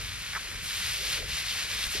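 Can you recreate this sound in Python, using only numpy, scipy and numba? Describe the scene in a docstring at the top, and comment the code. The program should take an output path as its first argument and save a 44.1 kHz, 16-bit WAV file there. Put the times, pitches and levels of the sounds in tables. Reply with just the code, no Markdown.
"""Hose spray on grass and wet soil

A nozzle sprays a lawn about a metre from two microphone ports. Dense damped ticks make the drops: soft and dull
on grass, then louder and brighter as the spray is waved over wet bare soil. Rings that rise in pitch make a boot's
squelch, a gurgling puddle and one larger bubble. Steady-pitched rings make soft thumps; filtered noise, a low rumble.
"""
import sys
import numpy as np
from scipy import signal
from scipy.fft import rfft, irfft
from scipy.io import wavfile
from scipy.ndimage import uniform_filter1d
from numba import njit

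SR = 44100
rng = np.random.default_rng(int(sys.argv[2]) if len(sys.argv) > 2 else 0)


def int16_out(signal):
    """Quantize to a 16-bit WAV file."""
    q = np.round(np.clip(np.atleast_2d(signal).T, -1, 1) * 32767)
    wavfile.write(sys.argv[1], SR, q.astype(np.int16))


N = 88200
HZ = np.maximum(np.fft.rfftfreq(N, 1 / SR), 1)  # frequency axis, kept above zero for logarithms and ratios
RIGHT_LEAD_SAMPLES = 7  # lead of the right port for gurgle, bubble and thumps


def undb(db):
    """Decibel law: 20 dB is a factor of ten in amplitude."""
    return 10 ** (np.asarray(db) / 20)


def over_hz(table, col=1):
    """Spectral envelope: a table column interpolated along log frequency."""
    table = np.array(table, float)
    return np.interp(np.log(HZ), np.log(table[:, 0]), table[:, col])


def over_time(table, col=1):
    """Temporal envelope: a table column interpolated along time."""
    table = np.array(table, float)
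    return np.interp(np.arange(N) / SR, table[:, 0], table[:, col])


def unit(x):
    """Power normalization: scale to rms 1 over all channels together."""
    return x / np.sqrt(np.mean(x ** 2))


@njit
def grains(n, start, step, cycles, glide, size):
    """Damped oscillation: sines decay exponentially while their pitch glides; step is radians per sample."""
    y = np.zeros(n)
    for g in range(len(start)):
        length = cycles * 2 * np.pi / step[g]  # samples in which the ring falls by e**-3
        phase = 0.
        for i in range(min(int(2 * length), n - start[g])):
            y[start[g] + i] += size[g] * np.sin(phase) * np.exp(-3. * i / length)
            phase += step[g] * (1 + glide * i / length)
    return y


def ring(t, hz, cycles, glide, size):
    """Superposition: damped rings starting at times t (s) add into one signal."""
    start = (np.asarray(t) * SR).astype(np.int64)
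    step = 2 * np.pi * np.asarray(hz) / SR
    return grains(N, start, step, 1. * cycles, 1. * glide, 1. * np.asarray(size))


def knocks(table, cycles, glide):
    """Impulse excitation: each row of a table starts one damped ring."""
    t, db, hz = np.array(table, float).T
    return ring(t, hz, cycles, glide, undb(db))


DROPS_PER_S, DROP_CYCLES = 24000, 2.5
DROP_SCATTER_DB = 1.8  # mean of the exponential scatter of drop strength


def patter():
    """Shot noise: random ticks of a few cycles, 600 to 15600 Hz, overlap and are evened to a flat spectrum."""
    when, pitch, strength, sign = rng.random((int(DROPS_PER_S * N / SR), 4)).T
    size = undb(-DROP_SCATTER_DB * np.log(1 - strength)) * np.sign(sign - .5)
    spec = rfft(ring(when * N / SR, 600 * 26 ** pitch, DROP_CYCLES, 0, size))
    smooth_power = uniform_filter1d(np.abs(spec) ** 2, size=801)
    return irfft(spec / np.sqrt(smooth_power), N)


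def spray():
    """Partial coherence: near drops are heard by both ports, drops further out differ left and right."""
    near, far = patter(), patter()
    return near, far, np.roll(far, N // 2)  # half the length apart, the two far parts are unlike


# Colouring by the two microphone ports. Each row: frequency in Hz, relative response of the left port in dB,
# of the right port in dB, phase lead of the right port in radians, likeness of the ports from 0 to 1.
PORT_RESPONSE = [(700, -12.4, -14.5, 0.68, 0.83), (1050, -11.6, -10.2, 0.6, 0.86),
                 (1700, -4.3, -4.3, 0.37, 0.91), (2300, 0.0, -1.1, 0.73, 0.9),
                 (3100, -0.4, -2.1, 0.93, 0.87), (4100, -0.1, -1.8, 1.12, 0.85),
                 (5200, -3.7, -3.9, 0.98, 0.83), (5900, -4.7, -8.9, 1.28, 0.77),
                 (6400, -5.8, -13.9, 2.05, 0.63), (6900, -5.7, -10.6, 2.58, 0.81),
                 (7500, -5.6, -10.3, 3.1, 0.79), (8200, -13.4, -9.3, 2.53, 0.66),
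                 (8900, -7.6, -6.3, 2.24, 0.81), (9500, -9.1, -7.0, 2.67, 0.83),
                 (10700, -18.1, -8.2, 2.77, 0.67), (11700, -21.4, -10.5, 2.25, 0.55),
                 (12800, -21.3, -11.8, 2.61, 0.57), (13700, -25.5, -15.7, 2.36, 0.57),
                 (14400, -26.9, -23.4, 2.87, 0.51), (15500, -32.8, -26.8, 2.87, 0.35)]


def ports(near, left, right, tilt_db=0, lead_us=0):
    """Interaural-style coherence: ports hear a shared and an own sound, coloured and shifted by the housing."""
    like = over_hz(PORT_RESPONSE, col=4)
    shared = np.sqrt(like) * rfft(near)
    own = np.sqrt(1 - like)
    turn = np.exp(1j * (over_hz(PORT_RESPONSE, col=3) + 2 * np.pi * HZ * lead_us / 10 ** 6))
    left_spec = (shared + own * rfft(left)) * undb(over_hz(PORT_RESPONSE, col=1))
    right_spec = (shared + own * rfft(right)) * undb(over_hz(PORT_RESPONSE, col=2)) * turn
    low_cut = HZ ** 2 / (HZ ** 2 + 500 ** 2)
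    return irfft(low_cut * undb(tilt_db) * np.array([left_spec, right_spec]), N)


# Drops on wet soil as the spray sweeps on and off the patch. Each row: time in seconds, level of the middle
# band in dB, treble against that band in dB, low part against that band in dB.
SOIL_SWEEP = [(.6, -55, 0, -8), (.64, -48, 7.5, -23), (.69, -36.5, -5.5, -10), (.78, -36.5, -3, -9.5),
              (.87, -34.5, -4, -6.5), (.95, -36, -3.5, -9), (1.0, -37, -6, -14), (1.05, -35, -4.5, -9),
              (1.13, -32.5, -5, -9), (1.18, -34.5, -7.5, -6.5), (1.21, -43.5, -7, -16),
              (1.25, -54, -10, -8), (1.29, -38.5, -5.5, -10), (1.35, -34.5, -6.5, -11.5),
              (1.40, -34, -6, -7), (1.44, -39, -7, -9), (1.50, -31.5, -8.5, -14), (1.53, -35.5, -5.5, -11),
              (1.555, -37, -5.5, -5), (1.59, -34, -6, -7), (1.635, -34.5, -8.5, -7), (1.67, -43, -4, -11),
              (1.71, -35, -6.5, -6.5), (1.78, -36, -6, -6.5), (1.84, -33, -6.5, -11.5),
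              (1.87, -40.5, 1.5, -1), (1.89, -39, -8.5, -24), (1.92, -40.5, 4, -4), (1.95, -31.5, -7, -12),
              (2.0, -37.5, -8, -6.5)]
# Spectral tilt of soil drops. Each row: frequency in Hz, relative level in dB.
SOIL_COLOUR = [(700, -1.5), (1400, -0.5), (2500, -1.5), (4500, -1.5), (8000, -1), (15000, 0.5)]
SOIL_IN_S, TREBLE_HZ, LOW_HZ = .05, 6530, 2226  # fade-in time and the band edges


def soil():
    """Time-varying spectrum: bright patter in three bands swells as the spray crosses the wet patch."""
    x = unit(ports(*spray(), over_hz(SOIL_COLOUR)))
    treble = irfft(rfft(x) / (1 + (TREBLE_HZ / HZ) ** 8), N)
    low = irfft(rfft(x) / (1 + (HZ / LOW_HZ) ** 8), N)
    bands = unit(x - treble - low)
    bands = bands + unit(treble) * undb(over_time(SOIL_SWEEP, col=2))
    bands = bands + unit(low) * undb(over_time(SOIL_SWEEP, col=3))
    fade = np.clip((np.arange(N) / SR - SOIL_SWEEP[0][0]) / SOIL_IN_S, 0, 1)
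    return bands * undb(over_time(SOIL_SWEEP)) * fade


# Drops on grass. Each row: time in seconds, rms level over both ports in dB.
GRASS_LEVEL = [(0.0, -36.5), (0.18, -38), (0.364, -36), (0.382, -37.5), (0.6, -38)]
# Spectral tilt of grass drops. Each row: frequency in Hz, relative level in dB.
GRASS_COLOUR = [(700, -6.5), (1400, -4), (2500, -7), (4000, -9.5), (5500, -9), (6200, -8.5), (8000, -9),
                (9500, -7.5), (11000, -10), (13000, -8), (15000, -9)]
GRASS_LEAD_US = 12  # added lead of the right port, microseconds


def grass():
    """Spectral filtering: a tilt makes the patter on the blades softer and duller."""
    x = ports(*spray(), over_hz(GRASS_COLOUR), GRASS_LEAD_US)
    return unit(x) * undb(over_time(GRASS_LEVEL))


# Air pockets popping as a boot is pulled out of mud. Each row: start in seconds, starting amplitude in dB
# before the ports, starting pitch in Hz.
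SQUELCH_POPS = [(.3338, -24, 2200), (.3365, -28, 1500), (.3410, -32, 1800), (.3502, -25, 1650),
                (.3525, -26, 2000), (.3543, -23, 1750), (.3575, -26, 1500), (.3600, -26, 1900),
                (.3622, -25, 1400), (.3645, -25, 1550), (.3668, -24, 1300), (.3690, -26, 1900),
                (.3720, -27, 1250), (.3765, -29, 1050), (.3795, -29, 1500)]
POP_CYCLES, POP_GLIDE = 6.5, .05  # glide: fractional rise in pitch over the cycles


def squelch():
    """Cavity resonance: air pockets pop in a quick run as damped rings that rise slightly in pitch."""
    pops = knocks(SQUELCH_POPS, POP_CYCLES, POP_GLIDE)
    return ports(pops, pops, pops, -over_hz(PORT_RESPONSE, col=1))  # cancels the left port's response


# Murmur of small bubbles in the wet ground. Each row: time in seconds, rms level in dB before panning.
GURGLE_LEVEL = [(0, -50), (.1, -76), (.22, -74), (.35, -68), (.55, -57.5), (.7, -71), (.92, -64.5),
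                (1.03, -49.5), (1.1, -57), (1.17, -54), (1.23, -45.5), (1.3, -56), (1.38, -74), (1.65, -57),
                (1.85, -59.5), (1.92, -66), (2, -42.5)]
GURGLE_PER_S, GURGLE_HZ, GURGLE_CYCLES, GURGLE_GLIDE = 600, 500, 10, .05
GURGLE_SPREAD = .15  # standard deviation of log pitch
GURGLE_OWN_DB = -8  # bubbles heard by one port only, against the shared ones


def bubble_murmur():
    """Bubble resonance: many small rings of random strength overlap around one pitch."""
    count = int(GURGLE_PER_S * N / SR)
    when = rng.random(count) * N / SR
    hz = GURGLE_HZ * np.exp(GURGLE_SPREAD * rng.standard_normal(count))
    return ring(when, hz, GURGLE_CYCLES, GURGLE_GLIDE, rng.standard_normal(count))


def gurgle():
    """Partial coherence: a shared bubble murmur reaches both ports, a weaker one of its own each."""
    both, left, right = bubble_murmur(), bubble_murmur(), bubble_murmur()
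    own = undb(GURGLE_OWN_DB)
    x = np.array([both + own * left, np.roll(both, -RIGHT_LEAD_SAMPLES) + own * right])
    return unit(x) * undb(over_time(GURGLE_LEVEL))


# One larger bubble. Each row: start in seconds, starting amplitude in dB before panning, starting pitch in Hz.
LARGE_BUBBLE = [(1.9510, -31, 365)]


def bubble():
    """Bubble resonance: a larger bubble rings lower, its pitch rising as it decays."""
    return knocks(LARGE_BUBBLE, cycles=6, glide=.3)


# Soft low thumps. Each row: start in seconds, starting amplitude in dB before panning, pitch in Hz.
LOW_THUMPS = [(1.869, -33, 55), (1.997, -30, 90)]


def thumps():
    """Heavy damping: low rings of steady pitch die within a few cycles."""
    return knocks(LOW_THUMPS, cycles=2.5, glide=0)


# Spectrum of the rumble. Each row: frequency in Hz, relative density in dB per Hz before the low-pass filters.
RUMBLE_COLOUR = [(12, -30), (22, -12), (33, -4), (42, -4), (54, 1.5), (66, -4), (108, -5), (140, -10.5),
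                 (174, -10), (270, -16.5), (480, -21.5), (850, -29.5), (1300, -19)]
# Swell of its part below about 180 Hz. Each row: time in seconds, level in dB before panning.
RUMBLE_SWELL = [(0.0, -42), (0.53, -49.5), (0.56, -41.5), (0.61, -51.5), (0.63, -41.5), (0.73, -53.5),
                (0.76, -48), (0.93, -42), (0.96, -50.5), (1.15, -44), (1.33, -40.5), (1.42, -51.5),
                (1.52, -45), (1.6, -51), (1.67, -46.5), (1.88, -42.5), (1.9, -48.5), (2.0, -39.5)]
RUMBLE_LIKE, RUMBLE_LEAD_RAD = .86, .36  # likeness of the ports (0-1), phase lead of the right port
RUMBLE_UPPER_DB = -51  # gain of the steady part above about 180 Hz, before panning


def rumble():
    """Filtered noise: low noise, nearly alike on both ports, wavers in level under a steady upper part."""
    noise = rfft(rng.standard_normal((3, N)))
    both, left, right = noise * undb(over_hz(RUMBLE_COLOUR)) / (1 + (HZ / 900) ** 4)
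    shared, own = np.sqrt(RUMBLE_LIKE) * both, np.sqrt(1 - RUMBLE_LIKE)
    turn = np.exp(1j * RUMBLE_LEAD_RAD)
    x = unit(irfft(np.array([shared + own * left, (shared + own * right) * turn]), N))
    low = irfft(rfft(x) / (1 + (HZ / 180) ** 4), N)
    return low * undb(over_time(RUMBLE_SWELL)) + (x - low) * undb(RUMBLE_UPPER_DB)


LOWS_PAN_DB = 3.6  # left against right


def scene():
    """Linear superposition: spray and boot add to the left-leaning puddle, thumps and rumble."""
    near = bubble() + thumps()
    lows = gurgle() + np.array([near, np.roll(near, -RIGHT_LEAD_SAMPLES)]) + rumble()
    pan = undb(np.array([[.5], [-.5]]) * LOWS_PAN_DB)
    return soil() + grass() + squelch() + lows * pan


TOP_HZ = 15420


def record(dry):
    """Band limiting: a steep elliptic low-pass, the camera's, cuts the top."""
    return signal.sosfilt(signal.ellip(10, .2, 80, TOP_HZ, fs=SR, output="sos"), dry)


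dry = scene()
out = record(dry)
int16_out(out)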